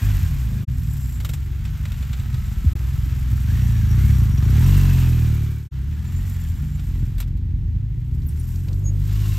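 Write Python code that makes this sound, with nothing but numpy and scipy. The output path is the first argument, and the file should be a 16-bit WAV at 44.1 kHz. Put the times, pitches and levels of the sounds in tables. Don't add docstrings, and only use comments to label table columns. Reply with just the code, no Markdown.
import sys
import numpy as np
from scipy import signal
from scipy.fft import rfft, irfft
from scipy.io import wavfile
from scipy.ndimage import uniform_filter1d

SR = 44100
rng = np.random.default_rng(int(sys.argv[2]) if len(sys.argv) > 2 else 0)


def output_pcm(signal):
    pcm = np.clip(np.atleast_2d(signal).T, -1, 1) * 32767
    wavfile.write(sys.argv[1], SR, np.round(pcm).astype(np.int16))


N = 413658
T = np.arange(N) / SR


# f/Hz, level/dB
SILENCER = [(18, -47.5), (28, -22), (37, -1.5), (47, 5), (65, 13.5), (85, 8.5), (110, 10), (135, 5.5),
            (160, -3), (190, -14.5), (225, -13.5), (260, -19.5), (320, -23.5), (400, -28), (550, -45.5),
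            (3000, -120)]
def exhaust(turns, load, uneven, level_db, boom_top_hz=185, rasp_from_hz=291):
    bark_db, others_db, gulp, gulp_turns = np.array(PASSES)[pass_number(), 2:6].T
    pulses = firings(turns, uneven) + gulp * firings(turns - gulp_turns, uneven)
    near = steadied(chamber(colour(pulses, SILENCER), hz=86, width_hz=140))
    around = other_bikes() + gain_of(-2) * echoes(near, decay_s=0.51, first_s=0.0073)
    pipes = near + gain_of(others_db - 18 * load) * evened(around)
    pipes = signal.sosfilt(signal.butter(2, 15, "high", fs=SR, output="sos"), pipes)
    boom = below(pipes, boom_top_hz)
    bark = steadied(pipes - boom)
    lingering = gain_of(-1) * uneven / uneven.mean() * echoes(bark, decay_s=0.13)
    bark = steadied(bark + lingering)
    body = below(bark, rasp_from_hz)
    rasp = gain_of(-11.5 + 17.5 * load ** 4) * (bark - body)
    return gain_of(level_db) * (steadied(boom) + gain_of(bark_db + 2 * load ** 2) * (body + rasp))


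def firings(turns, uneven):
    at = np.flatnonzero(np.diff(np.floor(turns)) > 0)
    strength, lag = rng.standard_normal((len(at), 2)).T
    cylinder = (-1) ** np.arange(len(at))
    size = np.exp(uneven[at] * (strength + 0.54 * cylinder))
    place = np.clip(at + .0018 * SR * uneven[at] * lag, 0, len(turns) - 1).astype(int)
    return np.bincount(place, size, len(turns))


# peak t/s, peak rate/Hz, climb/(Hz/s), sink/(Hz/s), settled rate/Hz, load
THROTTLE_TWISTS = [(0.1, 51.4, 6, 66.3, 26.5, 0.44), (0.72, 42.7, 8.1, 32, 23, 0.04),
                   (1.649, 24.9, 15.2, 6.1, 21.5, 0.07), (3.599, 31.5, 50, 23.9, 21.2, 0.43),
                   (4.079, 36.7, 54, 57.7, 21.2, 0.61), (4.691, 48.6, 88, 18.2, 36.5, 0.84),
                   (6.27, 47.3, 28, 40, 29, 0.64), (6.899, 30, 10, 9.34, 27, 0.2),
                   (8.85, 50.1, 25, 0.85, 48, 0.57), (9.17, 53, 21.4, 24, 47, 0.47)]
def throttle(flywheel_s=0.065, load_lag_s=0.12):
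    number = pass_number()
    hz, load = np.array(PASSES)[number, 0], np.zeros(N)
    for s, peak, climb, sink, settled, effort in THROTTLE_TWISTS:
        rev = np.where(T < s, peak - climb * (s - T), np.maximum(peak - sink * (T - s), settled))
        same_pass = number == np.interp(s, T, number).round()
        active = same_pass & ((T >= s) | (rev > hz))
        hz, load = np.where(active, rev, hz), np.where(active, effort, load)
    return smoothed(hz, flywheel_s), np.clip(smoothed(load, load_lag_s), 0, 1)


# starting rate/Hz, boom level/dB, bark against boom/dB, other bikes and
# hillside echo against this bike/dB, intake gulp against firing, gulp delay/turns, unevenness (0 to 1)
PASSES = [(26, -21.5, -20.5, 5.5, -0.49, 0.644, 0.19), (21.4, -23, -19, 0.5, -0.41, 0.588, 0.28),
          (21.15, -22, -18.5, -3, -0.29, 0.582, 0.25), (29.7, -26, -19.5, 1.5, -0.39, 0.656, .36)]
# t/s, half length/s, boost/dB
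RUMBLE_SWELLS = [(0.054, 0.22, 1.5), (4.16, 0.95, 6), (6.147, 0.3, 1), (7.7, 0.29, 4.5), (9.249, .65, 4.5)]
def boom_level(hz, load):
    start_hz, pass_db = np.array(PASSES)[pass_number(), :2].T
    revving = 5.5 * np.sqrt(load) * np.log2(hz / start_hz)
    swells = sum(db * np.exp(-((T - s) / half_s) ** 2) for s, half_s, db in RUMBLE_SWELLS)
    lumps = 0.6 * (1 - load) * wander(8)
    return pass_db + revving + swells + lumps


def chamber(x, hz, width_hz):
    return 2 * signal.lfilter(*signal.iirpeak(hz, hz / width_hz, fs=SR), x) - x


# t/s, clatter level/dB, hiss level/dB
CLATTER_HISS_LEVELS = [(0, -49.5, -52), (.63, -50.5, -54.5), (.69, -58.5, -62), (.97, -55, -52),
                       (1.55, -52, -58.5), (2.0, -49, -54), (3.6, -46.5, -51.5), (4.1, -47, -51),
                       (4.45, -46, -50.5), (4.75, -45, -49), (5.0, -46, -51), (5.25, -49.5, -54),
                       (5.68, -50, -54), (5.73, -58.5, -69), (6.28, -56, -58.5), (7.07, -56.5, -60.5),
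                       (7.35, -66.5, -76), (8.05, -66.5, -71.5), (8.5, -61.5, -58), (8.92, -69, -67.5),
                       (9.1, -59, -57.5), (9.36, -56, -53)]
# f/Hz, level/dB
CLATTER_TONE = [(150, 10), (400, 0), (590, -4.5), (730, 1), (950, 2), (1600, 4.5), (2700, 1.5), (3800, -1),
                (5000, -6), (6500, -5.5), (8000, -12), (16000, -9)]
HISS_TONE = [(2000, -58), (5000, -7.5), (6800, -8), (7300, -1.5), (7900, -7.5), (8800, 0.5), (10200, -23),
             (11200, -1.5), (12200, 1.5), (13200, -3.5), (14500, -14), (16000, -4.5)]
# start t/s, end t/s, multiple of engine speed, width/Hz, level against clatter/dB
GEAR_WHINES = [(1.094, 3.25, 60, 69, -18), (3.15, 4.28, 61, 214, -13.5), (4.48, 5.18, 58, 320, -15),
               (4.93, 5.8, 61.5, 230, -15), (3.8, 4.68, 42, 940, -15.5), (5.4, 6.7, 41.5, 220, -18.5),
               (4.34, 5.3, 22, 217, -18.5), (4.5, 5.38, 16, 150, -22), (8.9, 9.6, 21, 62, -13),
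               (9.1, 9.6, 54.5, 330, -7.5), (8.85, 10.2, 62, 5200, -3.5)]
# start t/s, end t/s, f/Hz, width/Hz, level against clatter/dB
METAL_RINGS = [(-.2, .8, 2420, 160, -19), (-.1, .8, 1630, 130, -18), (-.1, .45, 1080, 100, -15),
               (0.698, 1.408, 7340, 700, -6), (1.698, 3.301, 7200, 300, -18), (3.2, 4.6, 5596, 480.7, -18),
               (5.801, 6.6, 7220, 381, -11), (6.4, 7.249, 7252, 299, -16)]
def valves_and_gears(turns, hz, idle_hz=21.2, db_per_octave=6.5, tick_turns=0.084):
    clatter_db, hiss_db = curves(CLATTER_HISS_LEVELS) + db_per_octave * np.log2(hz / idle_hz)
    ticks = 1 + 0.54 * np.exp(-(2 * turns % 1) / tick_turns)
    shake = evened(ticks * gain_of(1.21 * wander(200)) * rng.standard_normal(N))

    def ring(start, end, pitch_hz, width_hz, db):
        return during(start, end) * gain_of(db) * evened(resonate(shake, pitch_hz, width_hz))

    whine = sum(ring(start, end, multiple * hz, width, db)
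                for start, end, multiple, width, db in GEAR_WHINES)
    ringing = sum(ring(*row) for row in METAL_RINGS)
    flutter = evened(gain_of(5.5 * wander(24)))
    clatter = evened(colour(shake, CLATTER_TONE)) + whine + flutter * ringing
    grit = np.sqrt(ticks) * gain_of(2 * wander(200)) * rng.standard_normal(N)
    hiss = evened(colour(grit, HISS_TONE))
    return gain_of(clatter_db + 1.5) * clatter + gain_of(hiss_db + 3) * hiss


# t/s, level/dB,
# treble against that level/dB
KNOCKS = [(1.202, -36, -4), (1.2474, -30.5, 0.5), (1.291, -34, 0), (1.335, -34, 3), (1.651, -36.5, -25),
          (1.853, -35.5, -16), (1.918, -36.5, -7), (2.025, -38, -17), (2.1298, -33, -26),
          (2.1959, -41, -17), (2.341, -38.5, -18), (4.375, -43, -5), (6.794, -43.5, -13), (7.181, -39.5, 0),
          (7.2018, -32.5, 3), (7.2244, -43, -19), (7.2751, -53, -1), (7.3714, -56.5, 0),
          (8.1456, -67, 16.5)]
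# f/Hz, level/dB
KNOCK_TONE = [(300, -4), (700, 0.5), (1100, -1.5), (1320, 5), (1600, -0.5), (2300, 3.5), (2900, 1.5),
              (3150, 1.5), (3400, 4.5), (3750, 3), (4200, -2), (5000, -4.5), (5830, -4.5), (6500, -13),
              (7200, -2), (10000, -12)]
def knocks():
    shape = strike(T[:SR // 8], rise_s=0.00078, fall_s=0.01)
    shape *= gain_of(-2) / shape.max()
    body, treble = np.zeros((2, N))
    for s, db, bright_db in KNOCKS:
        add(body, s, gain_of(db) * shape)
        add(treble, s, gain_of(db + bright_db) * shape)
    return body * noise(KNOCK_TONE) + treble * noise(HISS_TONE)


# t/s, f/Hz, level/dB, length/s
THUDS = [(2.338, 95.9, -12, 0.019), (2.643, 188.5, -17, 0.012), (2.657, 70.2, -5.5, 0.046),
         (3.058, 240.5, -28, 0.013), (3.322, 88.5, -9.5, 0.031), (3.327, 190, -22.5, 0.011),
         (6.465, 78.07, -15, 0.071), (7.14, 44.21, -15.5, 0.1)]
def thuds():
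    return swelling_tones(THUDS, bend=0.15)


# t/s, f/Hz, level/dB, length/s
SQUEAKS = [(8.832, 6630, -35.5, 0.087)]
def brake_squeak():
    return swelling_tones(SQUEAKS, bend=0.011)


# t/s, f/Hz, level/dB
PINGS = [(4.377, 5720, -35.5), (4.451, 5640, -41), (4.642, 5650, -38), (8.267, 12130, -37),
         (8.272, 15300, -41), (8.285, 8200, -43), (8.285, 13700, -46), (8.291, 10950, -39),
         (8.291, 5500, -52), (8.397, 9280, -32), (8.406, 5843, -51)]
def pings(rattle=0.36):
    out, t = np.zeros(N), T[:SR // 10]
    shape = strike(t, rise_s=0.00065, fall_s=0.008)
    for s, hz, db in PINGS:
        buzz = evened(resonate(rng.standard_normal(len(t)), hz, width_hz=680))
        add(out, s, gain_of(db) * shape * (np.sin(2 * np.pi * hz * t) + rattle * buzz))
    return out


# t/s, centre f/Hz, level/dB
STONES = [(8.2191, 4200, -50), (8.557, 5765, -43.5), (8.684, 3300, -40.5), (8.729, 5002, -42),
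          (8.786, 5900, -62)]
def stones():
    out, t = np.zeros(N), T[:SR // 10]
    shape = strike(t, rise_s=0.00081, fall_s=0.0059)
    fizz = gain_of(-7) * noise(HISS_TONE)[:len(t)]
    for s, hz, db in STONES:
        crunch = evened(resonate(rng.standard_normal(len(t)), hz, width_hz=4200))
        add(out, s, gain_of(db) * shape * (crunch + fizz))
    return out


# t/s, firing rate/Hz, level/dB
CRUISE = [(5.699, 41, -30), (6.349, 40.4, -29), (6.948, 43.5, -24), (7.35, 43.1, -26), (7.6, 42.2, -27),
          (8.2, 40.2, -31), (8.6, 40.2, -30), (9.3, 44.3, -33)]
# f/Hz, level/dB
CRUISE_PIPE = [(20, -40.5), (41, 5), (82, 7), (123, -2), (164, -4), (205, -20.5), (246, -10.5),
               (290, -23.5), (330, -24), (370, -29), (450, -38.5), (560, -49), (3000, -110)]
def cruising_bike(uneven=0.18, waver_db=3, drift=0.0067):
    hz, db = curves(CRUISE)
    turns = np.cumsum(hz * (1 + drift * wander(6))) / SR
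    drone = evened(colour(firings(turns, np.full(N, uneven)), CRUISE_PIPE))
    return during(CRUISE[0][0], CRUISE[-1][0]) * gain_of(db + waver_db * wander(5)) * drone


# loudest t/s, half length/s, firing rate/Hz, pipe f/Hz, level/dB, unevenness
GROWLS = [(0.551, 0.14, 26.3, 187, -35, 0), (6.66, 0.13, 50, 131, -27.5, 0.22)]
def growls(sag=0.0291):
    out, t = np.zeros(N), T[:SR] - .5
    for s, half_s, rate, pipe_hz, db, uneven in GROWLS:
        swell = np.exp(-(t / half_s) ** 2)
        turns = np.cumsum(rate * (1 - sag * (1 - swell))) / SR
        pulses = firings(turns, np.full(SR, uneven))
        pipe = resonate(np.diff(pulses, prepend=0) + 1e-15, pipe_hz, width_hz=75)
        add(out, s - .5, gain_of(db) * swell * evened(below(pipe, hz=265)))
    return out


# firing rate/Hz, level/dB
FAR_BIKES = [(37.44, -18.5), (22.17, -11), (19.28, -7.5)]
# f/Hz, level/dB
FAR_PIPES = [(18, -34), (30, -4), (42, 5), (60, 9), (85, -0.5), (125, -5), (170, -11), (225, -14.5),
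             (280, -22.5), (350, -30), (550, -50.5), (3000, -120)]
def other_bikes(drift=.02, uneven=0.32):
    all_turns = [np.cumsum(hz * (1 + drift * wander(3))) / SR for hz, db in FAR_BIKES]
    pulses = sum(gain_of(db) * firings(turns, np.full(N, uneven)) / np.sqrt(hz)
                 for turns, (hz, db) in zip(all_turns, FAR_BIKES))
    return evened(colour(pulses, FAR_PIPES))


def echoes(x, decay_s, first_s=0):
    t = T[:int(SR * min(decay_s, .3))]
    tails = rng.standard_normal((2, len(t))) * gain_of(-60 * t / decay_s) * (t >= first_s)
    return steadied(sum(wander(2) * signal.oaconvolve(x, tail)[:N] for tail in tails))


# t/s, length/s, level/dB
SCUFFS = [(0.34, 0.45, -51.5), (1.162, 0.19, -52), (2.743, 0.04, -44), (2.8, 0.018, -45.5),
          (8.649, 0.11, -46.5), (8.677, 0.4, -52)]
# f/Hz, level/dB
TURF_TONE = [(200, -9), (350, 2), (480, -1.5), (800, -12.5), (1500, -19), (4000, -66)]
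AIR_TONE = [(200, 3), (450, -2.5), (650, -9.5), (880, 4), (1150, -10.5), (1900, -1.5), (4000, -9),
            (8000, -23.5), (16000, -32)]
def field(air_db=-61.5):
    scuff = np.zeros(N)
    for s, length, db in SCUFFS:
        add(scuff, s, gain_of(db) * np.hanning(int(length * SR)))
    return gain_of(air_db) * noise(AIR_TONE) + scuff * noise(TURF_TONE)


# f/Hz, left's lead/radians, likeness (0 to 1)
LEFT_RIGHT = [(100, 0, .985), (500, 0, .95), (900, .35, .92), (1250, -.2, .96), (1700, 0, .998),
              (2800, 0, .998), (3400, .3, .93), (4500, 0, .998), (8150, 0, .995), (8400, -1, .8),
              (9200, -3.1, .85), (9600, -3.14, .998), (10400, -3.14, .998), (10900, -3.8, .8),
              (12700, -5.8, .9), (12850, -6.28, .998), (14200, -6.28, .998), (14900, -7.5, .55),
              (15800, -9.2, .65)]
def left_and_right(sound):
    f, _, left = signal.stft(sound, SR, nperseg=1024)
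    hz, lead, likeness = np.transpose(LEFT_RIGHT)
    scatter = 1.1 * np.sqrt(-2 * np.log(np.interp(f, hz, likeness)))
    phase = np.interp(f, hz, lead)[:, None] + scatter[:, None] * rng.standard_normal(left.shape[::-1]).T
    right = left * np.exp(-1j * phase)
    return signal.istft(np.array([left, right]), SR, nperseg=1024)[1][:, :N]


def swelling_tones(rows, bend):
    out = np.zeros(N)
    for s, hz, db, length in rows:
        swell = np.hanning(int(length * SR))
        cycles = np.cumsum(hz * (1 + bend * (1 - swell))) / SR
        add(out, s, gain_of(db) * swell * np.sin(2 * np.pi * cycles))
    return out


def colour(x, tone, size=16384):
    hz, db = np.transpose(tone)
    bins_hz = np.fft.rfftfreq(size, 1 / SR)
    gain = gain_of(np.interp(np.log(bins_hz + 1), np.log(hz + 1), db))
    cepstrum = irfft(np.log(gain))
    cepstrum[1:size // 2] *= 2
    cepstrum[size // 2 + 1:] = 0
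    ringing = irfft(np.exp(rfft(cepstrum)))[:size // 2]
    return signal.oaconvolve(x, ringing)[:N]


def noise(tone):
    return evened(colour(rng.standard_normal(N), tone))


def resonate(x, hz, width_hz):
    turn = np.exp(2j * np.pi * np.cumsum(hz * np.ones(len(x))) / SR)
    r = np.exp(-np.pi * width_hz / SR)
    return (turn * signal.lfilter([(1 - r) ** 2], [1, -2 * r, r * r], x / turn)).real


def below(x, hz):
    return signal.sosfiltfilt(signal.butter(4, hz, fs=SR, output="sos"), x)


def strike(t, rise_s, fall_s):
    return (1 - np.exp(-t / rise_s)) * np.exp(-t / fall_s)


def during(start, end, fade_s=0.23):
    return np.clip(np.minimum(T - start, end - T) / fade_s, 0, 1)


def wander(per_s):
    return evened(np.interp(T * per_s, np.arange(2000), rng.standard_normal(2000)))


def smoothed(x, seconds):
    return uniform_filter1d(x, int(seconds * SR), mode="nearest")


def steadied(x, size=5000):
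    power = uniform_filter1d(uniform_filter1d(x ** 2, size), size)
    return x / np.sqrt(abs(power) + 1e-12)


def evened(x):
    return x / np.sqrt(np.mean(x ** 2) + 1e-20)


def gain_of(db):
    return 10 ** (np.asarray(db) / 20)


def curves(rows):
    s, *columns = np.transpose(rows)
    return [np.interp(T, s, column) for column in columns]


def add(mix, s, sound):
    part = mix[max(round(s * SR), 0):][:len(sound)]
    part += sound[:len(part)]


def pass_number():
    return np.searchsorted([(start + end) / 2 for start, end, ramp in GAPS], T)


def scene(sides_db=-18.5):
    hz, load = throttle()
    level_db = boom_level(hz, load)
    uneven = np.array(PASSES)[pass_number(), -1] * (1 - 0.88 * load)
    hz = hz * (1 + 0.0607 * uneven * wander(9))
    turns = np.cumsum(hz) / SR
    low = exhaust(turns, load, uneven, level_db) + cruising_bike() + growls() + thuds()
    high = valves_and_gears(turns, hz) + knocks() + pings() + stones() + brake_squeak() + field()
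    around = echoes(low, decay_s=.3, first_s=0.00804) + other_bikes()
    side = gain_of(level_db + sides_db) * steadied(around)
    return left_and_right(high) + np.array([low + side, low - side])


# start t/s, end t/s, ramp/s
GAPS = [(.636, .688, .018), (2.732, 2.755, .003), (5.67, 5.73, .022)]
def record(dry, fade_s=0.4, top_hz=15830):
    heard = np.prod([(1 - during(*gap)) ** 2 for gap in GAPS], axis=0)
    to_last_gap_s = (GAPS[-1][0] + GAPS[-1][1]) / 2 - T
    fade = np.where(to_last_gap_s > 0, np.clip(to_last_gap_s / fade_s, 0, 1) ** 0.77, 1)
    treble_cut = signal.firwin(511, top_hz, window=("kaiser", 9), fs=SR)
    return signal.oaconvolve(dry * fade * heard, treble_cut[None], "same")


dry = scene()
out = record(dry)
output_pcm(out)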